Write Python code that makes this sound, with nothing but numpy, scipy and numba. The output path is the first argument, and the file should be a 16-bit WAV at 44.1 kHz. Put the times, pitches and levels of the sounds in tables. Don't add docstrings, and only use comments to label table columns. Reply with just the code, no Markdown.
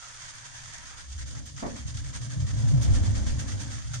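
import sys
import numpy as np
from scipy import signal
from scipy.fft import rfft, irfft
from scipy.io import wavfile
from scipy.ndimage import uniform_filter1d, map_coordinates
from numba import njit

SR = 44100
rng = np.random.default_rng(int(sys.argv[2]) if len(sys.argv) > 2 else 0)


def materialize(psi):
    bounded = np.clip(np.atleast_2d(psi).T, -1, 1)
    quanta = np.round(bounded * 32767).astype(np.int16)
    wavfile.write(sys.argv[1], SR, quanta)


N = 176400
TIME_S = np.arange(N) / SR
BUBBLES_PER_S, HAND_MOVES_PER_S = 3500, 7


def undb(db):
    return 10 ** (np.asarray(db) / 20)


def unit(x):
    return x / np.sqrt(np.mean(x ** 2))


def curve(table, column=1):
    rows = np.array(table)
    return undb(np.interp(TIME_S, rows[:, 0], rows[:, column]))


def colour(x, spectrum, column=1):
    rows = np.array(spectrum)
    hz = np.maximum(np.arange(N // 2 + 1) * SR / N, 1)
    gain_db = np.interp(np.log(hz), np.log(rows[:, 0]), rows[:, column])
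    return irfft(rfft(x) * undb(gain_db), N)


def walk(per_s):
    step = int(SR / per_s)
    stairs = np.repeat(rng.standard_normal(N // step + 1), step)
    return unit(uniform_filter1d(stairs, step)[:N])


def envelope(start_s, attack_s, length_s, release_s):
    age_s = TIME_S - start_s
    return np.clip(age_s / attack_s, 0, 1) * np.exp(-np.maximum(age_s - length_s, 0) / release_s)


def grains(per_s, spread_db):
    hits = rng.random(N) < per_s / SR
    size = undb(spread_db * np.clip(rng.standard_normal(N), -3, 3))
    return unit(hits * size * np.sign(rng.standard_normal((2, N))))


def pressure(layer, sag_db_per_s=25):
    # (start [s], length [s], bristle level [dB], foam level [dB])
    strokes = [(0.013, 0.099, -54.5, -51), (0.124, 0.039, -52, -65), (0.187, 0.091, -47, -53.5),
               (0.275, 0.04, -48, -53), (0.335, 0.058, -47.5, -52), (0.437, 0.029, -45.5, -52),
               (0.532, 0.1, -49, -52.5), (0.635, 0.073, -47, -53), (0.722, 0.063, -51, -55),
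               (0.847, 0.035, -47.5, -60), (0.966, 0.065, -47, -52), (1.08, 0.063, -48.5, -61),
               (1.174, 0.048, -45, -51), (1.255, 0.068, -46.5, -56.5), (1.339, 0.056, -48.5, -51),
               (1.448, 0.05, -47, -57.5), (1.566, 0.054, -44.5, -49), (1.653, 0.061, -48, -52.5),
               (1.747, 0.066, -45.5, -49.5), (1.862, 0.044, -45.5, -57.5), (1.936, 0.062, -44, -54),
               (2.034, 0.061, -47, -52.5), (2.124, 0.046, -42.5, -47), (2.205, 0.06, -46.5, -54.5),
               (2.294, 0.045, -45, -51), (2.388, 0.028, -47, -55), (2.458, 0.056, -44, -50.5),
               (2.553, 0.15, -48, -55.5), (2.678, 0.037, -45, -66), (2.807, 0.044, -39.5, -51.5),
               (2.847, 0.044, -47, -49.5), (2.929, 0.035, -39.5, -45.5), (3.026, 0.049, -42, -49.5),
               (3.14, 0.046, -42.5, -47), (3.251, 0.049, -42, -47.5), (3.38, 0.025, -39, -45),
               (3.472, 0.056, -42.5, -50), (3.59, 0.041, -41.5, -48.5), (3.697, 0.055, -44, -48.5),
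               (3.773, 0.015, -49.5, -53), (3.928, 0.025, -39.5, -45.5)]
    # (time [s], bristle level [dB], foam level [dB])
    contact = [(0.0, -46.5, -52.5), (0.25, -51, -54), (0.5, -50.5, -53.5), (0.95, -49.5, -51),
               (1.1, -55.5, -62.5), (1.54, -54.5, -69), (1.7, -54.5, -59.5), (2.35, -53, -59),
               (2.95, -47.5, -53), (3.5, -48.5, -54.5), (4.0, -49.5, -55.5)]
    index = ("bristle", "foam").index(layer)
    power = curve(contact, column=index + 1) ** 2
    for start_s, length_s, *levels_db in strokes:
        eased = undb(levels_db[index] - sag_db_per_s * np.maximum(TIME_S - start_s, 0))
        power += (eased * envelope(start_s, 0.015, length_s, release_s=0.02)) ** 2
    return np.sqrt(2 * power)


def bristles():
    # (frequency [Hz], left gain [dB], right gain [dB])
    hiss_spectrum = [(300, -52.5, -50), (1200, -43.5, -35), (1840, -11.5, -23), (2350, -15, -13.5),
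                     (2610, -18, -18.5), (3160, -8.5, -8), (3800, -10.5, -10), (4190, -12, -11.5),
                     (4870, -8.5, -6.5), (5920, -15, -4), (6330, -8.5, -2), (6610, -29, 0),
                     (7190, -6.5, -10), (7640, -9.5, -16.5), (8460, -10.5, -27.5), (9060, -8.5, -56.5),
                     (9490, -18, -62)]
    left, right = grains(per_s=9000, spread_db=2)
    return unit(np.array([colour(left, hiss_spectrum, 1), colour(right, hiss_spectrum, 2)]))


def hand_echo(x, delay_s=0.001808, swing_s=0.000684, echo_db=-9):
    late_s = delay_s + swing_s * walk(HAND_MOVES_PER_S)
    echo = np.array([map_coordinates(port, [np.arange(N) - late_s * SR], order=1) for port in x])
    return x + undb(echo_db) * echo


@njit
def resonance(x, hz, width_hz):
    y, band_state, low_state = np.empty(len(x)), 0., 0.
    for i in range(len(x)):
        g, damping = np.tan(np.pi * hz[i] / SR), width_hz / hz[i]
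        band = (band_state + g * (x[i] - low_state)) / (1 + g * (g + damping))
        band_state = 2 * band - band_state
        low_state += 2 * g * band
        y[i] = damping * band
    return y


def lather_pocket(x, centre_hz=1610, width_hz=360., swing_octaves=0.073, ring_db=1):
    hz = centre_hz * 2 ** (swing_octaves * walk(HAND_MOVES_PER_S))
    return x + undb(ring_db) * np.array([resonance(port, hz, width_hz) for port in x])


def foam():
    # (frequency [Hz], gain [dB])
    swish_spectrum = [(150, -20), (400, -14.5), (600, -9), (800, -5.5), (1100, -2), (1550, -2.5),
                      (1950, -2.5), (2650, -7.5), (3600, -20.5), (8000, -59)]
    bursts = colour(grains(BUBBLES_PER_S, spread_db=1.5), swish_spectrum)
    return unit(lather_pocket(hand_echo(bursts)))


def tiles(x, t60_s=0.12, tail_db=-8):
    t = np.arange(SR // 3) / SR
    tail = rng.standard_normal((2, len(t))) * np.exp(-np.log(1000) * t / t60_s)
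    tail *= undb(tail_db) / np.sqrt(np.sum(tail ** 2, axis=1, keepdims=True))
    reflections = signal.fftconvolve(x, tail, axes=1)[:, :N]
    return (x + reflections) / np.sqrt(1 + undb(tail_db) ** 2)


def brush(bristle_db=-2, foam_db=-1.3, flutter_db=1.14):
    rub = undb(bristle_db) * bristles() * pressure("bristle")
    rub += undb(foam_db) * foam() * pressure("foam")
    return tiles(rub * undb(flutter_db * walk(per_s=110)))


def squeeze(layer, attack_s=0.0014, length_s=0.0084):
    # (start [s], fizz level [dB], wet crackle level [dB])
    bursts = [(0.348, -81, -55), (0.548, -81, -49), (0.738, -92, -47), (0.905, -85, -52), (1.178, -78, -46),
              (1.374, -87, -47.5), (1.458, -71, -63), (1.563, -85, -45), (2.826, -57, -43.5),
              (3.267, -78, -42), (3.395, -67, -51), (3.61, -78, -47), (3.715, -84, -49),
              (3.937, -69, -46.5)]
    index = ("fizz", "wet").index(layer)
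    return sum(undb(levels_db[index]) * envelope(start_s, attack_s, length_s, release_s=length_s)
               for start_s, *levels_db in bursts)


def fizz(stroke_db=-36.5):
    # (frequency [Hz], gain [dB])
    fizz_spectrum = [(8000, -54), (11000, -24), (12200, -3), (14500, -1), (15300, -25), (17000, -43)]
    strength = undb(stroke_db) * pressure("bristle") + squeeze("fizz")
    return strength * unit(colour(grains(BUBBLES_PER_S, spread_db=2.7), fizz_spectrum))


def room_hiss(level_db=-60.5):
    # (frequency [Hz], gain [dB])
    air_spectrum = [(30, 15), (120, 12), (300, -11), (1000, 8), (3000, -18.5), (6500, 22), (9000, -19)]
    return undb(level_db) * unit(colour(rng.standard_normal((2, N)), air_spectrum))


def murmur(level_db=-56):
    # (frequency [Hz], gain [dB])
    murmur_spectrum = [(15, -1), (28, 8), (45, -5), (66, -5), (85, -1), (120, -3.5), (160, -16),
                       (240, -31.5), (500, -38), (2000, -70)]
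    return undb(level_db) * unit(colour(rng.standard_normal((2, N)), murmur_spectrum))


def swirl(spectrum, even_s=0.041):
    phasor = signal.hilbert(colour(rng.standard_normal(N), spectrum))
    power = uniform_filter1d(np.abs(phasor) ** 2, int(even_s * SR)) / 2
    return phasor / np.sqrt(power)


def boom(phasor, phase_rad, wander_rad=1.0):
    apart_rad = phase_rad + wander_rad * walk(per_s=18)
    return np.real(phasor * np.exp(.5j * np.array([apart_rad, -apart_rad])))


def upper_boom(phase_rad, swell_db=1, buffet_phase_rad=0.94):
    # (frequency [Hz], gain [dB])
    boom_spectrum = [(20, -56), (60, -21), (85, -12), (102, -8), (119, -0.5), (140, -8.5), (175, -24),
                     (260, -70), (1000, -100)]
    # (time [s], level [dB])
    swell = [(0, -68), (.3, -55), (.55, -57), (.65, -50), (.92, -63.5), (1.1, -59), (1.22, -43.5),
             (1.3, -50), (1.39, -37.5), (1.47, -54.5), (1.56, -41.5), (1.78, -47.5), (1.9, -41), (2.1, -42),
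             (2.2, -37), (2.33, -35.5), (2.43, -30), (2.52, -32), (2.62, -24.5), (2.75, -20), (2.83, -26),
             (2.95, -22), (3.04, -27.5), (3.3, -30.5), (3.45, -35.5), (3.55, -33), (3.62, -39), (4, -35.5)]
    # (time [s], offset [Hz])
    pitch_drift = [(0, 3.5), (1.9, -2.5), (2.22, 3.5), (2.45, -10), (2.55, -13.5), (2.65, 3), (2.78, 2),
                   (2.919, -14), (3.099, -21.5), (3.3, -9), (3.55, -16.5), (4, 2.5)]
    # (start [s], length [s], level [dB])
    buffets = [(1.369, 0.026, -37.5), (1.844, 0.051, -33.5), (1.94, 0.02, -33), (2.192, 0.057, -39),
               (2.364, 0.035, -26), (2.418, 0.024, -22.5), (2.639, 0.048, -23.5), (2.725, 0.045, -22),
               (2.875, .045, -19.5), (3.072, 0.03, -21), (3.526, 0.036, -29.5)]
    buffeting = sum(undb(db) * envelope(start_s, 0.014, length_s, release_s=0.013)
                    for start_s, length_s, db in buffets)
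    strength = np.hypot(undb(swell_db) * curve(swell), buffeting)
    apart_rad = phase_rad + (buffet_phase_rad - phase_rad) * (buffeting / strength) ** 2
    drift_hz = np.interp(TIME_S, *np.array(pitch_drift).T)
    phasor = swirl(boom_spectrum) * np.exp(2j * np.pi * np.cumsum(drift_hz) / SR)
    return strength * boom(phasor, apart_rad)


def lower_boom(phase_rad, swell_db=1):
    # (frequency [Hz], gain [dB])
    boom_spectrum = [(12, -26), (26, -16.5), (34, -23.5), (45, -19.5), (56, -12.5), (66, 2.5), (78, -14.5),
                     (105, -29), (200, -64), (800, -100)]
    # (time [s], level [dB])
    swell = [(0, -82), (.55, -70), (.8, -52), (1.04, -49.5), (1.14, -36), (1.38, -41.5), (1.6, -54),
             (1.82, -40), (1.93, -42), (2.03, -34), (2.16, -42), (2.45, -60), (2.53, -27.5), (2.62, -47),
             (2.75, -32), (2.85, -33), (2.9, -24.5), (3.03, -25.5), (3.13, -30), (3.33, -28), (3.5, -39.5),
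             (3.65, -40.5), (3.77, -39.5), (4, -41.5)]
    return undb(swell_db) * curve(swell) * boom(swirl(boom_spectrum), phase_rad)


def eddies(spectrum, correlation=-0.13, even_s=0.06):
    mid, side = colour(rng.standard_normal((2, N)), spectrum)
    ports = np.sqrt(1 + correlation) * mid + np.sqrt(1 - correlation) * side * np.array([[1], [-1]])
    power = uniform_filter1d(np.mean(ports ** 2, axis=0), int(even_s * SR))
    return ports / np.sqrt(power)


def draught(port_phase_rad=1.76, rough_db=3):
    # (frequency [Hz], gain [dB])
    rough_spectrum = [(30, -42.5), (100, -22.5), (175, -3.5), (228, 0), (260, -3), (290, -2.5),
                      (350, -15.5), (410, -20), (465, -18.5), (530, -12.5), (610, -16), (800, -21),
                      (1100, -26), (2000, -47.5), (6000, -89.5)]
    # (time [s], level [dB])
    rough_swell = [(0, -75), (1.15, -65), (1.28, -57.5), (1.39, -52.5), (1.54, -61.5), (1.73, -43),
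                   (1.85, -56.5), (2.1, -54.5), (2.45, -51), (2.75, -40.5), (3.05, -40), (3.35, -44.5),
                   (3.7, -48.5), (3.87, -59), (4, -57)]
    booms = upper_boom(port_phase_rad) + lower_boom(port_phase_rad)
    return booms + undb(rough_db) * curve(rough_swell) * eddies(rough_spectrum)


def crackle():
    # (frequency [Hz], gain [dB])
    pop_spectrum = [(300, -24), (900, -22), (1600, 1.5), (2100, -9), (2700, -5), (3400, -1), (4200, -13),
                    (6300, 7), (9000, -20)]
    pops = unit(colour(grains(per_s=1400, spread_db=0.5), pop_spectrum))
    return tiles(pops * squeeze("wet"))


def gust(start_s=1.623, attack_s=0.0033, length_s=0.044, split_hz=430, left_db=-32.5, right_db=-31.5):
    # (frequency [Hz], gain [dB])
    rush_spectrum = [(20, -11), (60, -1), (150, -8), (235, -2.5), (350, -5.5), (520, -7.5), (615, -4),
                     (780, -11), (950, -10), (1200, -14.5), (1420, -25), (1950, -22), (2400, -29),
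                     (3000, -55), (8000, -82)]
    rush = eddies(rush_spectrum)
    bass = signal.sosfiltfilt(signal.butter(2, split_hz, fs=SR, output="sos"), rush)
    thump = bass * envelope(start_s, attack_s, length_s, release_s=0.044)
    top = (rush - bass) * envelope(start_s, attack_s, length_s, release_s=0.023)
    return undb([[left_db], [right_db]]) * (thump + top)


def scene(edge_hz=9617):
    hiss = brush() + crackle() + room_hiss()
    edge = signal.ellip(10, .2, 70, edge_hz, fs=SR, output="sos")
    return signal.sosfilt(edge, hiss) + murmur() + fizz() + draught() + gust()


def record(dry, top_hz=15500):
    return signal.sosfilt(signal.ellip(8, .2, 70, top_hz, fs=SR, output="sos"), dry)


dry = scene()
out = record(dry)
materialize(out)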